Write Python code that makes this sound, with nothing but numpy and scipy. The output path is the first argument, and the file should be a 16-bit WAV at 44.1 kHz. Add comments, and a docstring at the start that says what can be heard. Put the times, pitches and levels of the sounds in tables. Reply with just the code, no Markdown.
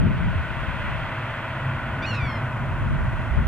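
"""Distant traffic roars and rumbles throughout, with an engine throb, faint machine tones and hiss.
Gusts buffet and thump the microphone at the start and ease after 1 s.
At 2 s a buzzard overhead gives one mew, syrinx partials shaped by throat and beak: the pitch climbs,
breaks upward, rasps briefly and slides down, with faint echoes from ground and trees.
From 2.6 s the gusts return."""
import sys
import numpy as np
from scipy import signal
from scipy.fft import rfft, irfft
from scipy.io import wavfile

SR = 44100
rng = np.random.default_rng(int(sys.argv[2]) if len(sys.argv) > 2 else 0)


def wav_out(sig):
    """Save sig, one row per channel (or a flat mono array), as 16-bit PCM at SR to the path in sys.argv[1]."""
    wavfile.write(sys.argv[1], SR, np.round(np.clip(np.atleast_2d(sig).T, -1, 1) * 32767).astype(np.int16))


N = 153027
T = np.arange(N) / SR
HZ = np.fft.rfftfreq(N, 1 / SR).clip(1)


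def from_db(db):
    """Decibels to gain."""
    return 10 ** (np.asarray(db) / 20)


def unit_rms(x):
    """Scale to unit power."""
    return x / np.sqrt(np.mean(x ** 2) + 1e-20)


def in_time(rows):
    """Interpolate (seconds, value) rows at every sample."""
    return np.interp(T, *np.transpose(rows))


def at_hz(rows, hz, column=1):
    """Interpolate a table column over log frequency."""
    rows = np.array(rows)
    return np.interp(np.log(hz), np.log(rows[:, 0]), rows[:, column])


def pan(balance_db):
    """Stereo gains; balance is left minus right."""
    return from_db(np.array([[.5], [-.5]]) * balance_db)


def phase_rad(hz):
    """Running phase of a varying frequency."""
    return 2 * np.pi * np.cumsum(hz) / SR


def white_spectra(channels):
    """Spectra of independent white noises."""
    return rfft(rng.standard_normal((channels, N)))


def narrow_band(centre_hz, half_width_hz):
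    """Noise band at unit power: a tone that throbs and wanders."""
    band = 1 + ((HZ - centre_hz) / half_width_hz) ** 4
    return unit_rms(irfft(white_spectra(1)[0] / band, N))


def drift(rate_hz):
    """Smooth random signal at unit power."""
    return narrow_band(0, rate_hz)


def noise(spectrum, coherence=0, balance_db=0, left_lead_rad=0):
    """Stereo noise at unit power, coloured by (Hz, dB) rows."""
    mid, side = white_spectra(2)
    alike, sign = np.clip(coherence, 0, 1), np.array([[1], [-1]])
    pair = np.sqrt(1 + alike) * mid + sign * np.sqrt(1 - alike) * side
    rolloff = 1 / (1 + (HZ / (2 * spectrum[-1][0])) ** 4)
    coloured = pair * from_db(at_hz(spectrum, HZ)) * rolloff
    return unit_rms(irfft(coloured * pan(balance_db) * np.exp(.5j * sign * left_lead_rad), N))


def hiss():
    """Fine, nearly steady hiss."""
    # Each row: frequency in Hz, level in dB.
    spectrum = [(2000, -10), (5000, 1.5), (7300, 2), (10000, -1), (13000, -6), (15700, -9.5)]
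    # Each row: time in seconds, level in dB.
    level = [(0, -65), (.4, -63), (.75, -62), (1.1, -62.5), (1.7, -63), (3.47, -62.5)]
    return noise(spectrum, coherence=.084, balance_db=1) * from_db(in_time(level))


def drone():
    """Tones of a far machine, wavering in the moving air."""
    # Each row: frequency in Hz, level in dB.
    partials = [(323, -52), (645, -45.5), (965, -84)]
    tones = 0
    for hz, db in partials:
        wavering_hz = hz * (1 + .0062 * drift(rate_hz=10.4))
        tones += from_db(db) * np.sin(phase_rad(wavering_hz))
    return tones * pan(balance_db=1)


def engine():
    """Throb of a far exhaust; a thin whine comes and goes above it."""
    # Each row: time in seconds, level in dB.
    throb_level = [(0, -60), (1.1, -35), (1.58, -40.5), (1.71, -26.5), (1.8, -36), (2.5, -35),
                   (3.47, -35.5)]
    whine_level = [(0, -45.5), (.45, -39), (.85, -45.5), (1.3, -47), (1.7, -43), (2.05, -37.5),
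                   (2.6, -44.5), (3.47, -47)]
    throb = narrow_band(centre_hz=120, half_width_hz=24) * from_db(in_time(throb_level))
    whine = narrow_band(centre_hz=1475, half_width_hz=65) * from_db(in_time(whine_level))
    return throb + whine * pan(balance_db=1)


def traffic_rumble():
    """Low rumble of distant engines."""
    # Each row: frequency in Hz, level in dB.
    spectrum = [(30, -12), (70, -5), (95, 2.5), (125, 2), (145, 0), (178, -12.5), (225, -5), (262, -10.5),
                (300, -22), (350, -16), (430, -34.5), (700, -28.5)]
    # Each row: time in seconds, level in dB.
    level = [(0, -38.5), (.6, -32.5), (1.4, -36.5), (2, -30), (2.7, -29.5), (3.47, -34)]
    return noise(spectrum, coherence=1, left_lead_rad=-.12) * from_db(in_time(level))


def tyre_roar():
    """Roar of distant tyres that slowly dulls."""
    # Each row: frequency in Hz, level in dB.
    spectrum = [(300, -5.5), (450, -8), (620, 1.5), (740, -3), (840, -1.5), (980, 2.5), (1100, 0),
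                (1250, -1), (1470, 2), (1720, -4.5), (1960, -1.5), (2250, -8.5), (2650, -8), (2900, -14),
                (3300, -13.5), (3750, -24), (4400, -29), (5300, -37.5), (7500, -73)]
    # Each row: frequency in Hz, balance in dB, left lead in radians, coherence.
    stereo = [(400, 0.5, -0.6, 0.94), (650, 0.5, 0.32, 0.98), (1050, 1.4, 0.23, 0.94),
              (1650, 1, -0.07, 0.96), (2120, -2.5, 0.45, 1), (2670, -3.5, 0.63, 0.88), (3100, -5.5, 1.4, 1),
              (3530, 3.5, 1.83, 0.68), (4070, 2, 1.3, 0.55), (5500, 4, 3, 0.46)]
    # Each row: time in seconds, gain in dB.
    level = [(0, -35.5), (.8, -33), (1.5, -32.5), (2.2, -32), (2.8, -33.5), (3.47, -34)]
    treble_gain = [(0, 2.5), (.8, 4), (1.5, 1.9), (2.1, -0.5), (2.7, -1.5), (3.47, 0)]
    crossover_hz = 1710
    balance_db, left_lead_rad, coherence = (at_hz(stereo, HZ, column) for column in (1, 2, 3))
    roar = noise(spectrum, coherence, balance_db, left_lead_rad)
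    body = irfft(rfft(roar) / (1 + (HZ / crossover_hz) ** 6), N)
    treble = (roar - body) * from_db(in_time(treble_gain))
    return (body + treble) * from_db(in_time(level))


def wind():
    """Buffeting, separate at each microphone port; finer eddies grow faster with the gust."""
    # Each row: time in seconds, level in dB.
    gusts = [(0, -23), (.07, -22.5), (.18, -25), (.28, -24.5), (.33, -26), (.40, -26.5), (.48, -34),
             (.75, -32), (.98, -30), (1.12, -46), (1.55, -48), (1.78, -40.5), (2.16, -44), (2.42, -43),
             (2.65, -30.5), (2.93, -25), (3.09, -26), (3.26, -30.5), (3.32, -26.5), (3.39, -23.5),
             (3.47, -26.5)]
    # Each row: time in seconds, balance in dB.
    gust_side = [(0, 5.5), (.35, 6.5), (.6, 6), (2.7, 0.5), (3.08, 0.5), (3.32, -3), (3.4, 7), (3.47, -4)]
    # Each row: frequency in Hz, level in dB.
    buffet_spectrum = [(15, -37), (35, 6), (70, 4), (110, -4.5), (170, -4), (280, -27), (500, -45),
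                       (1500, -47)]
    eddy_spectrum = [(50, -16), (140, 6), (220, -4.5), (350, -17), (600, -27), (1500, -58)]
    eddy_db, eddy_growth, strong_gust_db = -24.5, 4.4, -24
    gust_db = in_time(gusts)
    eddies = noise(eddy_spectrum) * from_db(eddy_db + eddy_growth * (gust_db - strong_gust_db))
    buffet = noise(buffet_spectrum) * from_db(gust_db)
    flicker_db = 1.06 * drift(rate_hz=21)
    return (buffet + eddies) * pan(in_time(gust_side)) * from_db(flicker_db)


def thumps():
    """Single eddies hit a port: a quick push of pressure, then a dying low flutter."""
    # Each row: start in seconds, peak in dB, pitch in Hz, decay in seconds, balance in dB.
    hits = [(0.053, -20.5, 115, 0.016, 10), (.253, -19, 104, 0.0078, 0), (0.353, -14, 85, .028, 0),
            (2.223, -20, 61.4, 0.02, 6), (2.92, -21.5, 135, 0.034, -15), (3.304, -19, 65.4, 0.043, -14),
            (3.363, -20.5, 66.6, 0.041, 13), (3.446, -18.5, 65.8, 0.029, -12)]
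    rise_s, pitch_wander = .0098, .143
    out = 0
    for start_s, db, hz, decay_s, balance_db in hits:
        age_s = np.maximum(T - start_s, 0)
        rise = np.sin(np.pi / 2 * np.minimum(age_s / rise_s, 1)) ** 2
        decay = np.exp(-np.maximum(age_s - rise_s, 0) / decay_s)
        flutter_hz = hz * (1 + pitch_wander * drift(rate_hz=22.6)) * (age_s > 0)
        out += from_db(db) * rise * decay * np.sin(phase_rad(flutter_hz)) * pan(balance_db)
    return out


def echoes(source):
    """Dull, diffuse reflections from ground and trees."""
    # Each row: frequency in Hz, level in dB.
    spectrum = [(1000, -8), (3000, -6), (5000, 0), (9000, -18)]
    echo_db, rt60_s, rise_s = -14, .36, .01
    tail = noise(spectrum) * from_db(-60 * T / rt60_s) * np.clip(T / rise_s, 0, 1)
    tail /= np.sqrt(np.mean(np.abs(rfft(tail)[:, HZ < 4000]) ** 2))   # unit mean power gain below 4 kHz
    return from_db(echo_db) * signal.fftconvolve(source, tail, axes=1)[:, :N]


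def syrinx(pitch_hz):
    """Eight partials slide through the fixed resonances of throat and open beak."""
    # Each row: frequency in Hz, gain in dB.
    throat = [(1000, -11), (1450, -23), (2050, -4), (2300, 1.5), (2520, 0.5), (3050, -14), (3250, -10),
              (3580, -11), (3900, -13.5), (4350, -15), (4750, -15), (5020, -21), (5300, -13.5), (5600, -23),
              (5880, -21.5), (6150, -39), (6800, -24), (7280, -30.5), (7700, -34), (8400, -23), (9400, -37),
              (10500, -44)]
    # Each row: frequency in Hz, balance in dB.
    balance = [(2000, -1), (2800, -4), (3500, 0), (4300, 4.5), (5300, 4), (5900, 4), (8000, -3)]
    # Each row: time in seconds, gain from the third partial up in dB.
    overtones = [(2.02, 3), (2.036, 7), (2.052, -6), (2.064, 0.5), (2.085, 0.5), (2.105, 1), (2.125, -8),
                 (2.148, 2.5), (2.17, -0.5), (2.198, -5), (2.24, -2.2), (2.29, -0.5), (2.33, 0.5),
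                 (2.36, -5.5), (2.38, 0.5)]
    upper_loss_db, top_loss_db = 3.5, 14
    phase, overtones_db = phase_rad(pitch_hz), in_time(overtones)
    voice = 0
    for k in range(1, 9):
        source_db = overtones_db * (k >= 3) - upper_loss_db * (k >= 4) - top_loss_db * (k >= 6)
        gain = from_db(source_db + at_hz(throat, k * pitch_hz))
        voice += np.sqrt(2) * np.sin(k * phase) * gain * pan(at_hz(balance, k * pitch_hz))
    return voice


def buzzard():
    """One mew; in each rasp a fast trill shakes the pitch and air hisses."""
    # Each row: time in seconds, pitch in Hz.
    pitch = [(2.024, 1138), (2.04, 1200), (2.058, 1305), (2.063, 1495), (2.068, 1440), (2.086, 1424),
             (2.089, 1474), (2.105, 1440), (2.12, 1380), (2.15, 1342), (2.188, 1272), (2.2, 1205),
             (2.22, 1168), (2.255, 1145), (2.30, 1072), (2.37, 1037), (2.4, 992)]
    # Each row: time in seconds, level in dB.
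    effort = [(2.022, -31), (2.034, -40.5), (2.05, -31), (2.06, -33), (2.07, -30), (2.11, -27.5),
              (2.15, -36), (2.195, -37.5), (2.30, -37), (2.335, -42), (2.36, -34), (2.375, -42),
              (2.398, -46)]
    # Onset, upward break, early slide. Each row: centre in seconds, half length in seconds, roughness.
    rasps = [(2.024, .009, .6), (2.061, .007, .6), (2.152, .021, .9), (2.183, .011, .35)]
    # Each row: frequency in Hz, level in dB.
    air_spectrum = [(1500, -15), (2600, -2), (4200, -8), (6000, 2), (9300, -6), (11500, -30)]
    start_s, attack_s, end_s, release_s = 2.021, .010, 2.404, .02
    trill_hz, jitter_hz = 160, 400
    flutter_depth, trill_depth, jitter_depth = .0052, .07, .014   # fractions of the pitch
    air_db, rasp_air_db = -42, -24
    shimmer_db, rasp_shimmer_db = .9, 2.3

    rasp = sum(rough * np.exp(-((T - centre_s) / half_s) ** 4) for centre_s, half_s, rough in rasps)
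    trill = np.sin(phase_rad(trill_hz * (1 + .078 * drift(rate_hz=41))))
    flutter = flutter_depth * drift(trill_hz)
    shake = rasp * (trill_depth * trill + jitter_depth * drift(jitter_hz))
    voice = syrinx(in_time(pitch) * (1 + flutter + shake))
    air_gain = from_db(air_db) + from_db(rasp_air_db) * rasp ** 2 * (1 + .3 * trill)
    air = noise(air_spectrum, coherence=.6) * air_gain
    gate = np.clip((T - start_s) / attack_s, 0, 1) * np.clip((end_s - T) / release_s, 0, 1)
    level_db = in_time(effort) + (shimmer_db + rasp_shimmer_db * rasp) * drift(jitter_hz)
    return (voice + air) * gate * from_db(level_db)


def scene():
    """The bird over wind, traffic and hiss."""
    mew = buzzard()
    foreground = mew + echoes(mew) + wind() + thumps()
    return foreground + traffic_rumble() + tyre_roar() + engine() + drone() + hiss()


def record(dry):
    """Steep elliptic low-pass."""
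    cutoff_hz = 15700
    return signal.sosfilt(signal.ellip(12, .1, 80, cutoff_hz, fs=SR, output="sos"), dry)


dry = scene()
out = record(dry)
wav_out(out)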